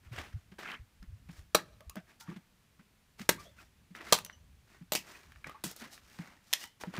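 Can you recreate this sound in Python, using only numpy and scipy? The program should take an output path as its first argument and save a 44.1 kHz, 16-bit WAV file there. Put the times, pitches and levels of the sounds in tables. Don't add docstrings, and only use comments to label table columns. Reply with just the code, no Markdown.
import sys
import numpy as np
from scipy import signal
from scipy.fft import rfft, irfft, next_fast_len
from scipy.io import wavfile

SR = 44100
rng = np.random.default_rng(int(sys.argv[2]) if len(sys.argv) > 2 else 0)


def output_pcm(signal):
    pcm = np.clip(np.atleast_2d(signal).T, -1, 1) * 32767
    wavfile.write(sys.argv[1], SR, np.round(pcm).astype(np.int16))


N = 308259
TIME = np.arange(N) / SR
SHORT = np.arange(8192) / SR

# time in seconds, mean level in dB.
WIND_LEVEL = [(0.0, -60), (0.28, -59.5), (0.42, -73), (1.03, -75), (1.2, -59), (1.49, -69), (1.79, -62),
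              (1.98, -79), (2.23, -84), (2.38, -75.5), (3.2, -75), (3.43, -65), (3.93, -68.5), (4.2, -62.5),
              (4.5, -67), (5.34, -64.5), (6.45, -80.5), (6.85, -74)]
# frequency in Hz, relative level per Hz in dB.
RUMBLE_SPECTRUM = [(15, -42), (25, -20), (45, -5), (70, 0.5), (100, -5), (140, -13), (200, -16.5),
                   (300, -31), (600, -69.5)]
# start in seconds, peak level in dB, mean pitch in Hz.
PUFFS = [(0.059, -49, 93.4), (0.112, -38.5, 78), (0.172, -43, 68), (0.339, -32.5, 75), (0.794, -43, 77),
         (0.998, -44.5, 57), (1.073, -41.5, 61.5), (1.122, -40.5, 57.6), (1.382, -45.5, 60),
         (1.865, -43, 54.4)]
# frequency in Hz, relative level per Hz in dB.
AIR_SPECTRUM = [(40, -11.5), (126, -11), (200, -13.5), (320, -22.5), (700, -27), (1300, -26), (2400, -26.5),
                (5000, -32), (15500, -38)]

# start in seconds, attack in seconds,
# hold in seconds, release t60 in seconds, rubbing in dB, grit in dB (both before the layer's own gain).
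SCUFFS = [(0.02, .035, .01, 0.44, -66.5, -74), (0.115, .025, 0.069, 0.44, -49.5, -56),
          (0.176, .005, 0.019, 0.11, -45.5, -73), (0.582, 0.0085, 0.0094, 0.11, -46.5, -56),
          (0.602, 0.0093, .13, 0.16, -52, -63), (1.266, 0.07, 0.058, 0.2, -66, -64),
          (2.061, 0.034, 0.017, 0.24, -63.5, -71), (2.196, 0.009, 0.01, 0.14, -61.5, -51),
          (2.245, 0.041, 0.013, 0.39, -58.5, -68.5), (3.18, 0.016, 0.025, 0.19, -53.5, -54),
          (3.376, 0.024, .005, .35, -58, -57), (3.557, .035, 0.037, 0.18, -62.5, -63.5),
          (3.943, 0.015, 0.017, .2, -51.5, -60.5), (3.983, 0.022, 0.018, 0.33, -51, -67),
          (4.02, 0.056, 0.061, 0.11, -50.5, -55.5), (4.644, 0.081, 0.019, 0.25, -64.5, -69),
          (5.009, 0.063, 0.033, 1, -55.5, -58.5), (5.439, 0.028, 0.011, 0.49, -54.5, -65),
          (5.657, .02, 0.043, 0.18, -56.5, -50), (5.751, .01, 0.055, .3, -61.5, -54.5),
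          (5.792, 0.022, .015, 0.43, -51, -60), (5.901, 0.027, .006, 0.18, -59, -51),
          (5.938, 0.23, .03, .7, -64, -63), (6.185, 0.0094, 0.088, 0.47, -58.5, -70.5),
          (6.415, 0.13, .02, 0.12, -64, -58), (6.546, 0.064, .04, 0.16, -59, -50.5),
          (6.798, 0.013, 0.0057, .11, -50.5, -49), (6.835, .01, 0.1, .2, -63, -70),
          (6.921, 0.047, .02, .2, -45, -57)]
# frequency in Hz, relative level per Hz in dB.
RUB_SPECTRUM = [(100, -18), (200, -3), (350, -4), (480, -9), (700, -6.5), (1300, -6), (2000, -6.5),
                (2700, -11), (7000, -27.5), (12000, -50)]
GRIT_SPECTRUM = [(1500, -21), (3500, 0.5), (5500, 2), (8000, -3.5), (11000, -7.5), (15000, -8.5)]
# start in seconds, attack in seconds, hold in seconds,
# release t60 in seconds, level in dB.
GRIND = (0.626, .05, .075, .1, -47.5)

# start in seconds, relative level in dB,
# bass in dB, treble in dB (both against the middle range).
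TICKS = [(0.129, -41, 9, -14), (0.183, -36, -1, -24), (0.589, -36.5, 15, -16), (0.687, -33, -10, -34),
         (1.806, -43.5, -3, -15.5), (1.896, -32.5, 1, 5.5), (1.956, -35, 11, -7), (2.208, -41, -12, -7),
         (3.195, -37.5, -12.5, -25.5), (3.95, -34, -39, -44), (4.008, -35, -14, -37.5),
         (4.187, -26.5, -4, -9), (4.248, -29.5, -32, 5.5), (4.262, -38, -7, -8), (4.297, -34, -19, -39),
         (5.32, -43, -18, -25), (5.359, -44, -22.5, -37.5), (5.443, -32, -27.5, -35),
         (5.467, -35, 5.5, -34), (5.495, -37.5, 5, -15), (5.713, -34.5, 18, 8), (5.763, -37.5, 14, 10),
         (5.977, -43, -17, -25), (6.188, -37, -4, -41), (6.612, -40, -10.5, -16.5),
         (6.639, -32.5, -22, -15), (6.836, -25.5, 5, -28), (6.939, -32.5, 7.5, -28), (6.978, -31, -9, -34)]
# start in seconds, relative level in dB,
# mean pitch in Hz, scrape of the landing in dB before the rubbing gain.
THUDS = [(0.516, -48.5, 213, -58.5), (1.024, -49.5, 177, -60), (1.288, -40.5, 163.7, -59),
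         (1.965, -35.5, 182, -49), (2.283, -35, 168, -58), (2.314, -44, 196, -63),
         (2.361, -40.5, 188, -60.5), (2.792, -53.5, 197, -63.5), (3.202, -39, 197.8, -56),
         (3.906, -47, 182, -73.5), (4.811, -42.5, 175, -68), (5.465, -47, 157, -53.5),
         (5.64, -38.5, 213, -57), (5.66, -39, 175, -56), (5.816, -44, 227, -56), (6.191, -34.5, 183, -57),
         (6.872, -33.5, 190, -60), (6.981, -30, 183, -50)]

# frequency in Hz, relative level per Hz in dB.
BITE = [(80, -21), (180, -7.5), (230, -12.5), (410, -0.2), (650, 1), (920, -8), (1160, -3), (1300, -0.5),
        (2070, -17.5), (2330, -8.5), (2940, -14.5), (3710, -8), (8380, -17), (15000, -20.5)]
SLAM = [(80, -12.5), (180, -2.5), (250, -6.5), (360, -0.5), (580, 0), (730, -10), (920, -4), (1300, -8.5),
        (1640, -2.5), (2070, -4.5), (2620, -10), (5910, -10), (11880, -13.5), (15000, -15.5)]
SPLIT = [(80, -18), (140, -11.5), (200, -7.5), (290, -17), (460, -1), (1160, -2.5), (1640, -11.5),
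         (1840, -15.5), (2940, -10), (4170, -5.5), (5260, -11), (6640, -8.5), (8380, -14.5), (15000, -19)]
TEAR = [(88, -43), (150, -7.5), (332, -13), (618, -2), (1240, -13), (1540, -16.5), (4140, -10), (5990, -17),
        (7130, -11), (10500, -23), (11800, -13), (15500, -17)]
RIP = [(88, -22), (150, -9), (352, -8), (583, -8.5), (1540, -16), (2600, -4.5), (3830, -14), (4650, -7.5),
       (10500, -16.5), (14300, -19), (15500, -21)]
PRISE = [(180, -34), (300, 3), (571, -6), (1620, -6.5), (1810, -12.5), (3750, -6), (6680, -9), (7250, -5),
         (15500, -13)]
SNAP = [(120, -67), (200, -34), (974, -13.5), (1150, -24.5), (1910, -7), (2130, -9), (2800, -8.5),
        (3480, -3), (4180, -11.5), (6020, -8), (7900, -16.5), (9480, -13), (11400, -19), (13400, -9.5),
        (15500, -36)]
# start in seconds, rms level over 20 ms in dB (steel apart),
# crack rise in seconds, start of the second crack in seconds, second crack in dB against the first,
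# splintering in dB against the first before its random spread, tone colour.
BLOWS = [(1.5462, -20, 0.0032, 1.5541, -1.5, -16.5, BITE), (3.2899, -20.5, 0.0025, 3.2956, -2, -19, SLAM),
         (4.1232, -17.5, 0.0025, 4.1303, 0, -10, SPLIT), (4.9198, -29, 0.0017, 4.9341, -1, -8, TEAR),
         (4.9501, -29.5, 0.00176, 4.9579, -4, -8.5, RIP), (5.6379, -36, 0.0023, 5.6465, -21, -3, PRISE),
         (6.5285, -26, 0.0013, 6.5345, 8, -14, SNAP)]
# frequency in Hz, mean relative level in dB before colouring, t60 in seconds.
LOG_MODES = [(198, -12, 0.06), (443, -1.5, 0.013), (598, 2, .024), (691, -6.5, 0.0071), (935, -10.5, 0.01),
             (1230, 0, 0.013), (1590, -4, 0.012), (1930, -5, 0.015), (2480, -11, 0.017), (2820, -12, 0.024),
             (3940, -15.5, 0.046), (4000, -6, 0.012), (5790, -6, 0.032)]
# frequency in Hz, mean relative level in dB, t60 in seconds.
STEEL_MODES = [(657, -51.5, 1), (920, -55, .4), (1570, -51, .5), (3460, -59.5, .45), (6000, -52, .4)]

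# start in seconds, relative level in dB,
# mean pitch in Hz, upper mean pitch in Hz, upper mode in dB against the lower, t60 in seconds.
CLINKS = [(1.586, -54.5, 1370, 1720, 13, 0.11), (1.803, -53, 643, 1173, -5.5, .15),
          (1.897, -52, 1150, 2590, -8, 0.12), (1.962, -41.5, 638, 1594, -6.5, .13),
          (2.204, -55.5, 920, 1444, 0, 0.38), (2.275, -48.5, 1160, 1775, -2.5, 0.088),
          (2.288, -44, 340, 550, -12.5, 0.18), (2.313, -50, 870, 1270, -1.5, 0.064),
          (3.454, -52.5, 608, 3464, -4, .21), (3.586, -49, 1400, 2564, -5, 0.087),
          (4.248, -52, 2940, 5970, 4, 0.14), (4.326, -55, 2990, 6020, -0.5, 0.14),
          (5.149, -47, 1890, 2460, 6, 0.047), (5.443, -44.5, 1670, 2360, 9, 0.027),
          (5.492, -53, 576, 1234, 12.5, 0.1), (5.544, -48.5, 905, 1206, 4, 0.12),
          (6.611, -48.5, 2030, 2984, 4.5, 0.22), (6.64, -49, 900, 1510, -13, 0.14),
          (6.837, -42, 466, 810, -3, 0.093)]
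# start in seconds, attack in seconds,
# hold in seconds, release t60 in seconds, mean level in dB, first mean pitch in Hz, last mean pitch in Hz.
SQUEAK = (3.369, .02, .02, .09, -52, 820, 1190)

# frequency in Hz, t60 in seconds.
SCATTER_T60 = [(150, 0.45), (500, 0.083), (1400, 0.17), (4000, 0.14), (12000, 0.07)]
# delay of the onset in seconds, energy in dB before the far low-pass.
ROCKS = [(.108, -47.5), (.132, -48.5), (.178, -46.5)]


def from_db(db):
    return 10 ** (np.asarray(db) / 20)


def unit_energy(x):
    return x / np.sqrt(np.sum(x ** 2) + 1e-20)


def at_hz(points, hz):
    f, value = np.transpose(points)
    return np.interp(np.log(np.maximum(hz, 1)), np.log(f), value)


def add(out, s, sound):
    i = max(round(s * SR), 0)
    out[i:i + len(sound)] += sound[:max(len(out) - i, 0)]


def flutter(per_s):
    return np.interp(TIME * per_s, np.arange(4096), rng.standard_normal(4096))


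def noise(spectrum, grain_db=0):
    grain_sizes = from_db(grain_db * np.minimum(rng.exponential(1, N), 6))
    grains = rng.standard_normal(N) * grain_sizes
    size = next_fast_len(N)
    gains = from_db(at_hz(spectrum, np.fft.rfftfreq(size, 1 / SR)))
    shaped = irfft(rfft(grains, size) * gains, size)
    return unit_energy(shaped[:N]) * np.sqrt(N)


def coloured(x, spectrum):
    bins = rfft(x)
    k = np.arange(len(bins))
    low = (k / 2 ** .25).astype(int)
    high = np.minimum((k * 2 ** .25).astype(int) + 2, k[-1])
    running = np.cumsum(abs(bins) ** 2)
    outline = np.sqrt((running[high] - running[low]) / (high - low) + 1e-12)
    wanted = from_db(at_hz(spectrum, k * SR / len(x)))
    cepstrum = irfft(np.log(wanted / outline))
    causal_filter = np.exp(rfft(2 * cepstrum[:len(x) // 2], len(x)))
    return unit_energy(irfft(bins * causal_filter))


def swell(t, rise):
    age = np.maximum(t, 0) / rise
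    return age * np.exp(1 - age)


def stroke(s, attack, hold, t60):
    age = TIME - s
    decay = from_db(-60 * np.clip((age - attack - hold) / t60, 0, 2))
    return np.clip(age / attack, 0, 1) * decay


def ringing(modes, t, spread_db):
    out = np.zeros(len(t))
    for hz, db, t60 in modes:
        strength_db = db + spread_db * rng.normal()
        out += from_db(strength_db - 60 * t / t60) * np.sin(2 * np.pi * hz * t)
    return out


def thumps(rows, rise, uneven):
    out = np.zeros(N)
    for s, db, hz in rows:
        unsteady_hz = hz * (1 + uneven * flutter(hz)[:len(SHORT)])
        turns = np.cumsum(unsteady_hz) / SR
        add(out, s, from_db(db) * swell(SHORT, rise) * np.sin(2 * np.pi * turns))
    return out


def wind(gust_db=7.0, gusts_per_s=8.1):
    level_db = np.interp(TIME, *np.transpose(WIND_LEVEL)) + gust_db * np.tanh(flutter(gusts_per_s))
    rumble = from_db(level_db) * noise(RUMBLE_SPECTRUM)
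    return rumble + thumps(PUFFS, rise=0.011, uneven=0.43)


def hiss(level_db=-68.3):
    return from_db(level_db) * noise(AIR_SPECTRUM)


def patchy(x, patch_db=2.7, per_s=45):
    size = next_fast_len(N)
    bins, out = rfft(x, size), np.zeros(N)
    hz = np.fft.rfftfreq(size, 1 / SR)
    place = np.clip(3 * np.log2(hz / 250 + 1e-9), 0, 13)
    for band in range(14):
        share = np.maximum(1 - abs(place - band), 0)
        out += irfft(bins * share, size)[:N] * from_db(patch_db * flutter(per_s))
    return unit_energy(out) * np.sqrt(N)


def strays(per_s=26, centre_hz=2000, octaves=.7, t60=.012, spread_db=1.5):
    out, t = np.zeros(N), TIME[:1024]
    starts = np.cumsum(rng.exponential(size=400)) / per_s
    draws = np.clip(rng.standard_normal(size=(400, 2)), -2, 2)
    for s, (pitch, size) in zip(starts, draws):
        hz = centre_hz * 2 ** (octaves * pitch)
        crack = rng.standard_normal(len(t)) * from_db(-60 * t / t60)
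        click = signal.lfilter(*signal.iirpeak(hz, 2, fs=SR), crack)
        add(out, s, from_db(spread_db * size) * click / abs(click).max())
    return out


def pebbles(count=6500, centre_hz=1850, octaves=.38, t60=.016, spread_db=4):
    out, t = np.zeros(N), TIME[:1024]
    draws = np.clip(rng.standard_normal(size=(count, 2)), -2, 2)
    for when, (pitch, size) in zip(rng.random(size=count), draws):
        hz = centre_hz * 2 ** (octaves * pitch)
        envelope = from_db(spread_db * size - 60 * t / t60)
        add(out, when * N / SR, envelope * np.sin(2 * np.pi * hz * t))
    return unit_energy(out) * np.sqrt(N)


def scuffs(rub_db=-1.0, grit_db=-2, stick_db=1.46, crunch_db=2.0, pebble_db=-4, stray_db=11):
    landing_rise, landing_t60, landing_grit_db = 0.0023, .11, -15.5
    landings = [(s, landing_rise, landing_rise, landing_t60, db, db + landing_grit_db)
                for s, _, _, db in THUDS]
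    rub_power, grit_power = np.zeros(N), np.zeros(N)
    for s, attack, hold, t60, rubbing_db, gritty_db in SCUFFS + landings:
        power = stroke(s, attack, hold, t60) ** 2
        rub_power += power * from_db(rubbing_db) ** 2
        grit_power += power * from_db(gritty_db) ** 2
    slips = flutter(170) + 0.53 * flutter(45)
    rub = np.sqrt(rub_power) * from_db(rub_db + stick_db * slips)
    grit = np.sqrt(grit_power) * from_db(grit_db + crunch_db * slips)
    *grind_shape, grind_db = GRIND
    rolling = rub * from_db(pebble_db) + from_db(grind_db) * stroke(*grind_shape)
    rubbing = patchy(noise(RUB_SPECTRUM, grain_db=3.5)) + from_db(stray_db) * strays()
    return rub * rubbing + rolling * pebbles() + grit * noise(GRIT_SPECTRUM, grain_db=3.5)


def ticks(level_db=12.5, rise=0.001, ring_db=-22, ring_t60=0.046):
    out = np.zeros(N)
    for s, db, bass_db, treble_db in TICKS:
        envelope = swell(SHORT, rise) + from_db(ring_db - 60 * SHORT / ring_t60)
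        contact = rng.standard_normal(len(SHORT)) * envelope
        colour = [(100, bass_db - 8), (550, bass_db), (1700, 0.01), (7000, treble_db), (15000, treble_db - 1.0)]
        add(out, s, from_db(db + level_db) * coloured(contact, colour))
    return out


def thuds(thud_db=-.5, overtone=1.6, overtone_db=-14):
    lower = [(s, db, hz) for s, db, hz, _ in THUDS]
    upper = [(s, db + overtone_db, hz * overtone) for s, db, hz in lower]
    swings = thumps(lower, rise=0.0081, uneven=.12) + thumps(upper, rise=0.0082, uneven=0.14)
    return from_db(thud_db) * swings


def chops(knock_db=-7, splinter_t60=0.14, fibre_spread_db=3.5, second_rise=.0014, steel_db=-7):
    out = np.zeros(N)
    for s, db, rise, second_s, second_db, splinter_db, colour in BLOWS:
        first, second, fibres = rng.standard_normal((3, len(SHORT)))
        blow = first * swell(SHORT, rise) ** 3
        blow += second * from_db(second_db) * swell(SHORT - (second_s - s), second_rise) ** 3
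        single = np.minimum(rng.exponential(1, len(SHORT)), 4) - 1
        clumps = np.tanh(flutter(400)[:len(SHORT)])
        fibre_db = fibre_spread_db * (single + clumps) + splinter_db - 60 * SHORT / splinter_t60
        blow += fibres * np.tanh(SHORT / rise) * from_db(fibre_db)
        add(blow, rise, from_db(knock_db) * ringing(LOG_MODES, SHORT, spread_db=1.0))
        add(out, s, from_db(db) * np.sqrt(SR / 50) * coloured(blow, colour))
        add(out, s, from_db(db + steel_db) * ringing(STEEL_MODES, TIME[:SR], spread_db=3.0))
    return out


def clinks(level_db=-1, blur_hz=60, rattle_db=3.0, rise_share=0.019):
    out, t = np.zeros(N), TIME[:SR // 2]
    for s, db, hz, upper_hz, upper_db, t60 in CLINKS:
        build_up = 1 - np.exp(-t / (rise_share * t60))
        envelope = build_up * from_db(db + level_db - 60 * t / t60)
        for pitch, mode_db in (hz, 0), (upper_hz, upper_db):
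            wander, rattle = [np.interp(t * 300, np.arange(200), row)
                              for row in rng.standard_normal((2, 200))]
            blurred_hz = pitch + blur_hz * np.sqrt(pitch / 700) * wander
            turns = np.cumsum(blurred_hz) / SR
            add(out, s, envelope * from_db(mode_db + rattle_db * rattle) * np.sin(2 * np.pi * turns))
    return out


def squeak(glide_s=0.022, rough=.035, rattle_db=2.0, octave_db=-8):
    s, attack, hold, t60, db, from_hz, to_hz = SQUEAK
    glide_hz = np.interp(TIME, [s, s + glide_s], [from_hz, to_hz])
    hz = glide_hz * (1 + rough * flutter(400))
    phase = 2 * np.pi * np.cumsum(hz) / SR
    tone = np.sin(phase) + from_db(octave_db) * np.sin(2 * phase)
    return from_db(db + rattle_db * flutter(300)) * stroke(s, attack, hold, t60) * tone


def outdoors(x, scatter_db=-15, late_db=-31, late_t60=0.7, echo_rise=0.0034, far_hz=4500):
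    t, edges = TIME[:SR], np.geomspace(100, 16000, 9)
    near = np.zeros(SR)
    for low, high in zip(edges, edges[1:]):
        band_filter = signal.butter(2, [low, high], "band", fs=SR, output="sos")
        band = signal.sosfilt(band_filter, rng.standard_normal(SR))
        near += band * from_db(-60 * t / at_hz(SCATTER_T60, np.sqrt(low * high)))
    build_up = 1 - np.exp(-(t / 0.0029) ** 2)
    late = rng.standard_normal(SR) * build_up * from_db(-60 * t / late_t60)
    far = from_db(late_db) * unit_energy(late)
    for delay, db in ROCKS:
        echo = rng.standard_normal(SR) * swell(t - delay, echo_rise)
        far += from_db(db) * unit_energy(echo)
    far = signal.sosfilt(signal.butter(1, far_hz, fs=SR, output="sos"), far)
    response = from_db(scatter_db) * unit_energy(near * build_up) + far
    return x + signal.fftconvolve(x, response)[:N]


def scene():
    work = outdoors(chops() + ticks() + clinks() + squeak())
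    ground = thuds() + scuffs()
    return (work + ground + wind() + hiss())[None]


def record(dry, low_cut_hz=20, cutoff_hz=15500):
    low_cut = signal.butter(2, low_cut_hz, "high", fs=SR, output="sos")
    thinned = signal.sosfilt(low_cut, dry)
    top_cut = signal.ellip(10, .2, 80, cutoff_hz, fs=SR, output="sos")
    return signal.sosfilt(top_cut, thinned)


dry = scene()
out = record(dry)
output_pcm(out)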